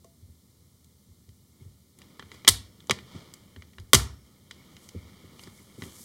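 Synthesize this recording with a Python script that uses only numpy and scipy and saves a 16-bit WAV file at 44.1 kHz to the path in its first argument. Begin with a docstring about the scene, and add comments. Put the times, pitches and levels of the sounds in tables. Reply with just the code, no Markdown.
"""Power strip on a workbench

In a small, quiet workshop a plug snaps out of a plastic power strip, clacks down on the bench and snaps
home again. Each snap is a quick volley of contacts that rings the housing and jolts the bench top.
Fingers tick on the plastic, hands knock softly and brush along, clothes rustle, and a faint hum sits
in the room's rumble."""
import sys
import numpy as np
from scipy import signal
from scipy.fft import rfft, irfft, next_fast_len
from scipy.io import wavfile

SR = 44100
rng = np.random.default_rng(int(sys.argv[2]) if len(sys.argv) > 2 else 0)


def dump_mix(stems):
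    """Bounce the given channels to the path in sys.argv[1] as a 16-bit WAV at rate SR."""
    frames = np.atleast_2d(stems).T  # one column per channel
    limited = np.clip(frames, -1, 1)  # hard clip at full scale
    pcm = np.round(limited * 32767).astype(np.int16)
    wavfile.write(sys.argv[1], SR, pcm)


N = 266758
TIME = np.arange(N) / SR
# light touches on the plastic: start_s, relative_db, brightness_hz
TICKS = [(.045, -53, 6300), (.845, -56, 7900), (1.291, -55.5, 4240), (1.988, -49, 9100),
         (2.0178, -43, 2820), (2.195, -33, 1675), (2.2253, -39.5, 1477), (2.3167, -36.5, 2100),
         (2.4478, -31, 2271), (2.4711, -35, 1800), (2.8039, -47, 3310), (2.871, -49, 6540),
         (2.9878, -37, 1900), (3.3385, -38.5, 7200), (3.5622, -41, 1590), (3.6218, -41, 2000),
         (3.7337, -52.5, 2113), (3.7834, -36.5, 1660), (3.799, -48.5, 4570), (4.5101, -34, 3100),
         (4.7665, -42.5, 2824), (4.8896, -40.5, 5730), (5.3939, -39.5, 2680), (5.4365, -42.5, 5050),
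         (5.473, -44, 1690), (5.8212, -31.5, 1750), (5.837, -38.5, 1790)]


def from_db(db):
    return 10 ** (np.asarray(db) / 20)


def rms_one(x):
    return x / np.sqrt(np.mean(x ** 2) + 1e-20)


def energy_one(x):
    return x / np.sqrt(np.sum(x ** 2) + 1e-20)


def at_hz(points, hz):
    """Read a table on a log-frequency axis."""
    freqs, values = np.transpose(points)
    return np.interp(np.log(np.maximum(hz, 1)), np.log(freqs), values)


def decay(t60, size):
    return np.exp(-np.log(1000) * TIME[:size] / t60)


def butter(x, hz, kind, order):
    return signal.sosfilt(signal.butter(order, np.clip(hz, 10, .45 * SR), kind, fs=SR, output="sos"), x)


def noise(spectrum, size=N):
    """Noise of a given colour, rms 1."""
    padded = next_fast_len(size)
    colour = from_db(at_hz(spectrum, np.fft.rfftfreq(padded, 1 / SR)))
    return rms_one(irfft(rfft(rng.standard_normal(padded)) * colour, padded)[:size])


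def add(track, start_s, sound):
    start = round(start_s * SR)
    track[start:start + len(sound)] += sound[:max(N - start, 0)]


def struck(modes, size, uneven_db):
    """Decaying modes of alternating sign; every blow weights them a little differently."""
    out = 0
    for k, (hz, db, t60) in enumerate(modes):
        gain = (-1) ** k * from_db(db + uneven_db * rng.standard_normal())
        out += gain * decay(t60, size) * np.sin(2 * np.pi * hz * TIME[:size])
    return out


def room_tone():
    """A bed of low rumble, hiss and faint steady hum."""
    # still air and microphone hiss: freq_hz, density_db
    floor = [(25, -16), (45, 4), (70, 27.5), (110, 25.5), (200, 17.5), (300, 12.5), (450, 8.5), (650, 2.5),
             (1200, 0), (2200, -3), (4000, 2), (9000, 1.5), (16000, -2)]
    # hum partials: pitch_hz, rms_db
    partials = [(80, -68), (120, -72.5), (200, -75.5), (240, -76), (2094, -87.5), (4091, -87.5)]
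    hum = sum(from_db(db) * np.sqrt(2) * np.sin(2 * np.pi * (hz * TIME + rng.random()))
              for hz, db in partials)
    return from_db(-62) * noise(floor) + hum


def friction(colour, grain_db):
    """Rubbing catches and lets go, so its hiss is finely uneven."""
    catches = rms_one(butter(rng.standard_normal(N), 160, "low", order=2))
    return rms_one(noise(colour) * from_db(grain_db * catches))


def strokes(rows, rise_share=.43, edge_fade_db=12):
    """Envelope of sliding strokes: each swells to its peak and fades more slowly."""
    power = 0
    for peak_s, db, length_s in rows:
        progress = (TIME - peak_s) / length_s
        from_peak = np.maximum(-progress / rise_share, progress / (1 - rise_share))
        power += from_db(db - edge_fade_db * from_peak) ** 2
    return np.sqrt(power)


def scrapes(wander_hz, wander_db):
    """As a hand slides on, each resonance swells and sinks on its own."""
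    # resonances stirred by rubbing: centre_hz, width_hz, relative_db
    resonances = [(1240, 120, -15.5), (2180, 130, -11.5), (3150, 150, -14.5)]
    out = 0
    for hz, width_hz, db in resonances:
        band = rms_one(signal.lfilter(*signal.iirpeak(hz, hz / width_hz, fs=SR), rng.standard_normal(N)))
        grip = rms_one(butter(rng.standard_normal(N), wander_hz, "low", order=2))
        out += band * from_db(db + wander_db * grip)
    return out


def movement():
    """Hands brush, cloth slides, and the body rumbles along with the arms."""
    # rustle of the moving arms: time_s, level_db
    activity = [(0, -81), (1.96, -78.5), (2.0, -61.5), (2.75, -65.5), (3.2, -58.5), (3.85, -71),
                (4.45, -68), (4.58, -60), (5.3, -58.5), (6.05, -66.5)]
    # a hand slides over strip or bench: peak_s, level_db, length_s
    brushes = [(1.62, -66.5, 0.18), (2.35, -54, 0.17), (3.16, -50.5, 0.27), (4.27, -66.5, .15),
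               (5.45, -55, .15), (5.87, -52.5, 0.34)]
    # the shirt slides: peak_s, level_db, length_s
    swishes = [(1.62, -71, .1), (2.34, -64, 0.11), (4.84, -60.5, .17), (5.42, -57, .13), (5.58, -60, 0.27),
               (5.84, -51, .12), (6.02, -49.5, 0.4)]
    # rubbing hands: freq_hz, density_db
    hand_colour = [(120, 1.5), (350, 9), (700, 3), (1250, 3.5), (1850, -0.5), (2200, 3), (2700, -1.5),
                   (3200, 3.5), (3900, -1), (4800, -2.5), (8000, -11.5), (16000, -26.5)]
    # airy cloth hiss: freq_hz, density_db
    cloth_colour = [(1500, -16), (3500, -7), (6000, 1.5), (9500, 1.5), (12500, -2.5), (16000, -11)]
    # low body movement: freq_hz, density_db
    body_colour = [(40, -25.5), (70, -5), (200, 3.5), (300, -6), (500, -12.5), (900, -31.5)]
    arms_db = np.interp(TIME, *np.transpose(activity))
    effort = np.hypot(from_db(arms_db), strokes(brushes))
    rubbing = from_db(-.96) * friction(hand_colour, grain_db=2) + scrapes(wander_hz=11, wander_db=4)
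    cloth = strokes(swishes) * friction(cloth_colour, grain_db=1.76)
    rumble_db = -57 + .57 * (arms_db + 60)  # follows a little over half of the arms' swing
    rumble = from_db(rumble_db) * friction(body_colour, grain_db=2)
    return effort * rubbing + cloth + rumble


def contact(low_hz, high_hz, peak_hz, crack_t60_s):
    """A hit on plastic: click, dense crack and housing ring up close, and the click alone for the room."""
    # dense vibration of the plastic: freq_hz, density_db
    crack_colour = [(200, -4), (460, 1.5), (780, -9), (1200, -0.5), (2000, 0), (3300, -1), (4500, -3),
                    (6000, -3.5), (8500, -3.5), (11000, -7.5), (16000, -6.5)]
    # housing modes: pitch_hz, relative_db, t60_s
    housing = [(1160, 2, .04), (1350, -6.5, 0.0046), (1930, -2, 0.015), (1980, -6, 0.072),
               (2420, -7, 0.035), (2920, 3.5, 0.042), (3180, 1, 0.058), (3400, 1, 0.049), (3904, 3, 0.039),
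               (4790, -6, 0.089), (4940, -4.5, .035), (6010, 0.5, 0.037), (7050, -1.5, 0.05),
               (7950, -4, .02), (8800, -3, 0.034), (8955, -5, .025)]
    size = SR // 8
    click = signal.unit_impulse(size)
    crack = energy_one(noise(crack_colour, size) * decay(crack_t60_s, size))
    ring = energy_one(struck(housing, size, uneven_db=3))
    sounds = np.array([crack + from_db(-10) * click + from_db(-10.5) * ring, click])
    # the struck spot favours one region of the housing's resonances
    sounds += from_db(1.5) * signal.lfilter(*signal.iirpeak(peak_hz, Q=4, fs=SR), sounds)
    # a harder contact reaches higher, a lighter one has less body
    sounds = butter(butter(sounds, low_hz, "high", order=1), high_hz, "low", order=2)
    return [from_db(19.5) * energy_one(sound) for sound in sounds]


def finger_ticks(send_db=-9.5):
    """Light touches on the housing, each in a band around its brightness."""
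    return [(s, db, send_db, contact(.34 * hz, 1.8 * hz, hz, crack_t60_s=.018)) for s, db, hz in TICKS]


def bench_knocks(fingertip_below_hz=2640, hollow_hz=442):
    """Each blow drives the bench modes near the speed of its push; a resting hand cuts the ring short."""
    # bench top modes: pitch_hz, relative_db, free_t60_s
    modes = [(62, -12, 0.75), (71, -1.5, 0.36), (98.3, 1.5, 0.25), (135.4, -2.5, 0.13), (174, -5.5, 0.42),
             (209.7, -5, 0.13), (253, 1, 0.067), (340, -7, 0.26), (381.6, -1, .13), (483.5, 0.5, 0.054),
             (661, -9.5, 0.11)]
    # hands and plug bump the top: start_s, relative_db, push_hz
    bumps = [(.046, -52.5, 563), (.22, -41, 105), (.285, -44, 111), (1.085, -48, 95), (1.28, -43, 105),
             (1.608, -41.5, 140), (1.651, -37, 94), (2.243, -48, 95), (2.8959, -23.5, 452),
             (2.909, -29.5, 250), (3.147, -32, 225), (3.563, -45.5, 380), (3.569, -38.5, 94.5),
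             (3.791, -35, 89), (4.948, -31.5, 280.7), (4.956, -33.5, 120), (5.238, -44, 320),
             (5.468, -41, 251), (5.779, -37, 277), (5.822, -32.5, 300), (5.858, -40, 290)]
    # each snap jolts the whole strip: start_s, relative_db
    jolts = [(2.478, -25), (3.933, -15)]
    # the shell slaps the bench, then the strip's weight sets the top swinging
    slaps = [(s, db, 380, .2) for s, db in jolts]
    thumps = [(s + .012, db + 1.5, 90, .85) for s, db in jolts]
    # dull touches come from a fingertip and also sound the hollow shell
    taps = [(s, db - 15, hollow_hz) for s, db, hz in TICKS if hz < fingertip_below_hz]
    # the quicker the push, the sooner the hand stills the bench
    damped = [(s, db, hz, .21 * (160 / hz) ** .6) for s, db, hz in bumps + taps]
    out, size = np.zeros(N), SR // 2
    for start_s, db, push_hz, damping_t60_s in slaps + thumps + damped:
        ring = struck(modes, size, uneven_db=2.84) * decay(damping_t60_s, size)
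        ring = butter(butter(ring, .72 * push_hz, "low", order=2), .65 * push_hz, "high", order=2)
        add(out, start_s, from_db(db + 23.5) * energy_one(ring))
    return out


def after_rings():
    """Small parts ring on after a blow, leaving thin tones under its tail."""
    # a hollow tap, then the springs: start_s, pitch_hz, level_db, t60_s
    rings = [(.044, 1080, -53, .04), (.046, 668, -54.5, .3), (2.479, 5319, -55.5, .85),
             (3.933, 5459, -53.5, .85)]
    out = np.zeros(N)
    for start_s, hz, db, t60 in rings:
        add(out, start_s, from_db(db) * decay(t60, size=SR) * np.sin(2 * np.pi * hz * TIME[:SR]))
    return out


def plug_snaps():
    """Pins and rim catch in the socket: one volley on the way out, one on the way in."""
    # catches: start_s, relative_db, low_hz, high_hz, peak_hz, crack_t60_s, send_db
    snaps = [(2.4759, -10, 1700, 4000, 3630, .023, -14), (2.4786, -.5, 1600, 12000, 3448, .016, -12.5),
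             (2.484, -9.5, 2000, 7000, 4050, .04, -7), (2.487, -2, 2698, 13500, 9180, .02, -12.5),
             (2.4945, -15.5, 2398, 10510, 4830, .017, -10), (3.9326, 2.5, 950, 11530, 1290, .019, -8),
             (3.9452, -7.5, 1700, 12010, 6000, .012, -14), (3.9493, -6.5, 1804, 8200, 6800, 0.02, -14)]
    return [(s, db, send_db, contact(*timbre)) for s, db, *timbre, send_db in snaps]


def plug_clacks(send_db=-14.5):
    """The loose plug lands on the bench, tips over and settles."""
    # landings: start_s, relative_db, low_hz, high_hz, peak_hz
    clacks = [(2.8965, -16.5, 548, 3800, 3430), (2.9097, -10, 904, 5900, 2104),
              (2.9146, -20.5, 500, 5000, 1090)]
    return [(s, db, send_db, contact(*timbre, crack_t60_s=.0098)) for s, db, *timbre in clacks]


def workshop_reverb(send, build_s):
    """Diffuse reflections build up within milliseconds and die sooner in the treble."""
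    # tone of the reflections: freq_hz, density_db
    colour = [(100, -1.5), (400, -4.5), (800, 0.5), (1300, -3), (2200, -2), (3500, -1), (6000, -1.5),
              (11000, -0.5), (16000, -4.5)]
    # their decay: freq_hz, t60_s
    decay_times = [(100, 0.57), (500, 0.38), (1500, 0.36), (4000, .3), (9000, 0.205), (16000, 0.19)]
    size = SR * 2 // 3
    rest, tail = noise(colour, size), 0
    for edge_hz in (250, 700, 2500, 6000, 11000, 19000):
        band = signal.sosfiltfilt(signal.butter(2, edge_hz, fs=SR, output="sos"), rest)
        rest = rest - band
        tail += band * decay(at_hz(decay_times, edge_hz / np.sqrt(2)), size)
    build_up = 1 - np.exp(-(TIME[:size] / build_s) ** 2)
    return signal.fftconvolve(send, energy_one(tail * build_up))[:N]


def scene():
    """Mono mix: plastic hits and bench knocks feed the room; the other layers stay dry."""
    plastic, plastic_send = np.zeros((2, N))
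    for start_s, db, send_db, (near, far) in plug_snaps() + plug_clacks() + finger_ticks():
        add(plastic, start_s, from_db(db) * near)
        add(plastic_send, start_s, from_db(db + send_db) * far)
    knocks = bench_knocks()
    room = workshop_reverb(from_db(-6.5) * plastic_send + from_db(-13) * knocks, build_s=.0048)
    return (plastic + knocks + after_rings() + room + movement() + room_tone())[None]


def record(dry):
    """The loudest snaps overload softly; a few narrow dips and a steep top cut shape the sound."""
    # dips in the response: centre_hz, width_hz, depth_db
    notches = [(730, 170, -3.5), (1582, 250, -20.5), (2596, 547, -19.5)]
    ceiling, cutoff_hz = 1.15, 15900
    out = dry / (1 + (dry / ceiling) ** 4) ** (1 / 4)
    for hz, width_hz, depth_db in notches:
        dipped = signal.lfilter(*signal.iirnotch(hz, hz / width_hz, fs=SR), out)
        out = dipped + from_db(depth_db) * (out - dipped)
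    return signal.sosfilt(signal.ellip(12, .1, 70, cutoff_hz, fs=SR, output="sos"), out)


dry = scene()
out = record(dry)
dump_mix(out)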